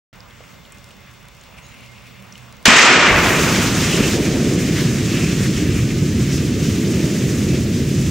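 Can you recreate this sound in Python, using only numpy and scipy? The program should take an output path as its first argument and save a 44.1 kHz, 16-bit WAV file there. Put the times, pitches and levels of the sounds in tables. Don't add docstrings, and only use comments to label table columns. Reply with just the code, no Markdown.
import sys
import numpy as np
from scipy import signal
from scipy.fft import rfft, irfft
from scipy.io import wavfile

SR = 44100
rng = np.random.default_rng(int(sys.argv[2]) if len(sys.argv) > 2 else 0)


def waveform_to_disk(signal):
    frames = np.transpose(np.atleast_2d(signal))
    scaled = np.clip(frames, -1, 1) * 32767
    samples = np.round(scaled).astype(np.int16)
    wavfile.write(sys.argv[1], SR, samples)


N = 357210
BURST_S, CUTOFF_HZ = 2.655, 15750

# (frequency [Hz], left-right likeness [0-1], left minus right [dB])
FAR_BANK_IMAGE = [(60, 1, -0.5), (249, .99, -0.7), (604, 0.98, -1.5), (1250, 1, -1), (2370, 1, 0.7),
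                  (6500, 0.71, -1.3), (12600, 0.23, 0.5)]
# (time [s], length [s], lift of the hiss [dB], whistle pitch [Hz], whistle level [dB])
SPURTS = [(3.93, .05, 1, 2920, -25.5), (4.036, .06, -1, 2700, -25), (4.262, .04, 1.5, 2370, -31),
          (4.796, .06, 3, 1800, -43), (5.205, 0.17, 1.5, 2500, -31), (5.444, .04, 3.5, 1890, -34),
          (5.572, 0.063, 3, 2800, -36), (5.784, 0.069, 2.5, 2470, -34.5), (5.91, 0.023, 1, 2200, -33),
          (6.35, 0.085, 2.5, 5400, -35), (6.654, .04, 2.5, 5500, -36), (7.536, 0.078, 2, 2500, -39)]


def burst():
    # (frequency [Hz], likeness [0-1], left minus right [dB])
    blast_image = [(100, .997, 0), (550, 0.96, -1.8), (1200, 0.94, -0.41), (2500, 0.84, 0.34),
                   (6100, 0.58, 0), (9000, .1, 0)]
    # (frequency [Hz], relative level [dB])
    rush_spectrum = [(110, -13), (280, -3), (500, -3.5), (760, -5.5), (1220, 0), (2400, 2), (3900, -8),
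                     (7150, -11.5), (8260, -18.5), (9400, -41), (15000, -71.5)]
    # (time [s], level [dB], t60 [s])
    fronts = [(2.656, 3.5, .024), (2.6674, -7, 0.027), (2.678, 0, 0.0097)]
    # (time [s], pitch [Hz], level [dB], t60 [s])
    thumps = [(2.681, 230, -1, 0.073)]
    age = since(BURST_S)
    tilt_db = .37 - 5 * age + 1.3 * swell(2.82, .1)
    spray = turbulence(rush_spectrum, blast_image, tilt_db, pivot_hz=1500, eddy_db=1.33, eddy_rate=36)
    rush = spray * from_db(-6.5 - 18 * age ** 1.56) * ramp(BURST_S, .0012)
    crack = turbulence([(800, -23), (1800, 5), (4000, -3), (8000, -10), (14000, -29)], blast_image)
    shocks = crack * sum(from_db(db) * (dying(s, t60) + from_db(-19) * dying(s - .0023, t60))
                         for s, db, t60 in fronts)
    thump = sum(from_db(db) * dying(s, t60) * np.sin(2 * np.pi * hz * since(s))
                for s, hz, db, t60 in thumps)
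    return rush + shocks + wood(thump, echo_db=-4, t60=1).mean(axis=0)


def fireball():
    # (frequency [Hz], relative level [dB])
    rumble_spectrum = [(15, -11.5), (30, -4), (55, 7), (100, 6), (200, -22)]
    # (time [s], level [dB], t60 [s])
    air_shoves = [(2.655, -41, 0.34), (3.105, -22, 0.51)]
    attack_s = .02
    shoves = sum(from_db(db) * dying(s, t60) * ramp(s, attack_s) for s, db, t60 in air_shoves)
    billow = from_db(-28.5) * swell(peak=3.85, length=1) * ramp(BURST_S, attack_s)
    return turbulence(rumble_spectrum, FAR_BANK_IMAGE) * (shoves + billow)


def jet():
    # (frequency [Hz], relative level [dB])
    hiss_spectrum = [(440, -12), (750, -5), (809, -13.5), (1040, -8.5), (1210, -3.5), (1410, -5),
                     (1730, -1), (2560, -0.5), (4370, -6), (5210, -4), (6890, -4), (8990, -13),
                     (11300, -19.5), (14000, -17.5), (15500, -20)]
    # (time [s], relative level [dB])
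    flow = [(4.3, -31.5), (4.42, -31), (4.98, -31), (5.48, -32.5), (5.79, -35.5), (7.37, -33), (7.57, -36),
            (8.1, -35.5)]
    gush_s, gush_db = 3.033, -22
    age = since(gush_s)
    tilt_db = -.64 + 7 * np.exp(-age / .32) + .45 * age
    hiss = turbulence(hiss_spectrum, FAR_BANK_IMAGE, tilt_db, pivot_hz=3760, eddy_db=1.2, eddy_rate=16)
    settled = ramp(4.11, .088)
    flow_db = (1 - settled) * gush_db + settled * (in_time(flow) + 3)
    spurt_db = sum(lift_db * swell(s, length) for s, length, lift_db, _, _ in SPURTS)
    sputter_db = .5 * drift(21)
    return hiss * from_db(flow_db + spurt_db + sputter_db) * ramp(gush_s, .35)


def flame():
    # (frequency [Hz], relative level [dB])
    roar_spectrum = [(13, -54), (22, -36), (67, -8.5), (142, 0.5), (206, -2.5), (360, -7.5), (531, -21.5),
                     (592, -23.5), (795, -38), (900, -37), (1170, -53), (1980, -120)]
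    # (time [s], tilt [dB per octave])
    brightness = [(3.1, -2), (3.4, 1), (3.75, -1), (4.0, 5), (5.0, -0.5), (6.2, -2), (6.6, -1), (7.0, 1.5),
                  (8.1, -2)]
    roar = turbulence(roar_spectrum, FAR_BANK_IMAGE, in_time(brightness),
                      pivot_hz=183, eddy_db=1, eddy_rate=19)
    puff_db = drift(41)
    growth = 1 - np.exp(-since(2.914) / .34)
    return roar * from_db(-17 + puff_db) * growth


def edge_whistles():
    return sum(from_db(db) * resonant_noise(hz, q=4) * swell(s, length)
               for s, length, _, hz, db in SPURTS)


def small_fire():
    # (time [s], relative level [dB], resonance [Hz])
    pops = [(.2053, -35, 4800), (.308, -35, 3300), (.405, -31, 550), (0.439, -32, 2190), (.652, -37, 3300),
            (0.722, -29.5, 8250), (.907, -30, 2780), (1.412, -35, 7000), (1.489, -40, 560),
            (1.8611, -40, 6850), (2.3241, -26, 5650), (2.355, -30, 2700)]
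    ticks = sum(from_db(db - 5.5) * resonant_noise(hz, q=3.1) * dying(s, t60=.012 + 20 / hz)
                for s, db, hz in pops)
    crackles_per_s, decay_s = 24, .001
    onsets = rng.random(N) < crackles_per_s / SR
    clicks = onsets * from_db(4.3 * np.minimum(rng.exponential(1, N), 3))
    envelope = signal.lfilter([1], [1, -np.exp(-1 / (decay_s * SR))], clicks + 1e-18)
    crackle = from_db(-49.5) * resonant_noise(5300, q=.59) * envelope
    return wood(ticks + crackle, echo_db=-12, t60=.3)


def bird():
    # (time [s], length [s], pitch [Hz], level [dB])
    notes = [(1.618, .06, 6720, -51), (1.62, .08, 4000, -57), (1.79, .13, 2130, -50)]
    song = np.zeros(N)
    for s, length, hz, db in notes:
        through = ramp(s, length)
        pitch = hz * (1 - .27 * np.exp(-8 * through) + .0094 * drift(79))
        song += from_db(db) * np.sqrt(4 * through * (1 - through)) * tone(pitch)
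    return wood(song, echo_db=-1, t60=.55)


def outdoors():
    # (frequency [Hz], likeness [0-1], left minus right [dB])
    surround_image = [(60, 0.93, -10.5), (380, 0.25, -2.5), (2320, 0.92, 1.5), (15000, 0.1, -1.5)]
    # (frequency [Hz], relative level [dB])
    air_spectrum = [(22, -22), (60, -3.5), (124, -7), (200, -5), (320, -15.5), (560, -13.5), (750, -16.5),
                    (1110, -14), (1800, -17.5), (2600, -17), (4000, -24), (7500, -27.5), (10000, -40.5),
                    (15500, -34)]
    # (frequency [Hz], relative level [dB])
    leaf_spectrum = [(1500, -20), (2200, -1), (2800, 1), (3400, -13), (7000, -18), (10000, -19)]
    air = from_db(-45.43) * turbulence(air_spectrum, surround_image, eddy_db=1.8, eddy_rate=5.1)
    leaves = turbulence(leaf_spectrum, surround_image) * from_db(-52 + 3.5 * drift(25))
    drone = turbulence([(100, -5), (122, 9.5), (150, -17), (190, 6), (240, -10)], surround_image)
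    return air + leaves * swell(peak=1.85, length=1) + from_db(-48.5) * drone * ramp(1.68, .11)


def camera_motor():
    # (pitch [Hz], relative level [dB])
    partials = [(123.8, -56), (568, -65), (2099, -60.5), (3515, -63.5), (5529, -68), (15735, -64)]
    return sum(from_db(db + 2 + 1.6 * drift(6.3)) * tone(hz + 3 * drift(11.5)) for hz, db in partials)


def wood(x, echo_db, t60, count=90):
    delay_s = rng.uniform(.01, .6, (2, count))
    strength = rng.standard_normal((2, count)) * from_db(-60 * delay_s / t60)
    echoes = np.zeros((2, SR))
    np.put_along_axis(echoes, (delay_s * SR).astype(int), strength, axis=1)
    echoes /= np.sqrt(np.sum(echoes ** 2) / 2)
    return x + from_db(echo_db) * signal.fftconvolve(x[None], echoes, axes=1)[:, :N]


def turbulence(spectrum, image, tilt_db=0, pivot_hz=1000, eddy_db=0, eddy_rate=10):
    hz = np.maximum(np.arange(N // 2 + 1) * SR / N, 1)
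    octaves_outside = np.abs(np.log2(hz / np.clip(hz, spectrum[0][0], spectrum[-1][0])))
    colour = from_db(at_hz(spectrum, hz) - 30 * octaves_outside)
    mid, side = rfft(rng.standard_normal((2, N))) * rms_one(colour)
    alike = np.clip(at_hz(image, hz), 0, 1)
    left_right = np.array([[1], [-1]])
    both = np.sqrt((1 + alike) / 2) * mid + np.sqrt((1 - alike) / 2) * side * left_right
    both = both * from_db(left_right * at_hz(image, hz, column=2) / 2)
    if eddy_db == 0:
        return irfft(both, N)
    out = 0
    for centre in 16000 / 2 ** np.arange(11):
        flutter_db = eddy_db * drift(eddy_rate)
        if spectrum[0][0] / 2 < centre < spectrum[-1][0] * 2:
            band = irfft(both * np.maximum(1 - np.abs(np.log2(hz / centre)), 0), N)
            out = out + band * from_db(flutter_db + tilt_db * np.log2(centre / pivot_hz))
    return out


def resonant_noise(hz, q):
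    peak = signal.iirpeak(min(hz, CUTOFF_HZ), q, fs=SR)
    return rms_one(signal.lfilter(*peak, signal.lfilter(*peak, rng.standard_normal(N))))


def drift(rate):
    hop, run_in = 40, 2000
    pole = np.exp(-2 * np.pi * rate * hop / SR)
    noise = rng.standard_normal(N // hop + run_in + 2)
    slow = signal.lfilter([1], [1, -2 * pole, pole * pole], noise)[run_in:]
    return np.interp(np.arange(N) / hop, np.arange(len(slow)), rms_one(slow))


def tone(hz):
    return np.sin(2 * np.pi * np.cumsum(hz) / SR)


def from_db(db):
    return 10 ** (np.asarray(db) / 20)


def rms_one(x):
    return x / np.sqrt(np.mean(x ** 2) + 1e-20)


def seconds():
    return np.arange(N) / SR


def in_time(rows):
    return np.interp(seconds(), *np.array(rows).T)


def at_hz(rows, hz, column=1):
    return np.interp(np.log(hz), np.log(np.array(rows)[:, 0]), np.array(rows)[:, column])


def ramp(start, length):
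    return np.clip((seconds() - start) / length, 0, 1)


def since(start):
    return np.maximum(seconds() - start, 0)


def swell(peak, length):
    return np.exp(-2 * ((seconds() - peak) / length) ** 2)


def dying(start, t60):
    age = seconds() - start
    return (age >= 0) * from_db(-60 * np.clip(age / t60, 0, 4))


def scene():
    quiet = outdoors() + camera_motor() + small_fire() + bird()
    return quiet + burst() + fireball() + jet() + edge_whistles() + flame()


def record(dry):
    ceiling = .95
    driven = dry * ramp(.128, .0018)
    clipped = driven / (1 + (driven / ceiling) ** 6) ** (1 / 6)
    return signal.sosfilt(signal.ellip(12, .1, 70, CUTOFF_HZ, fs=SR, output="sos"), clipped)


dry = scene()
out = record(dry)
waveform_to_disk(out)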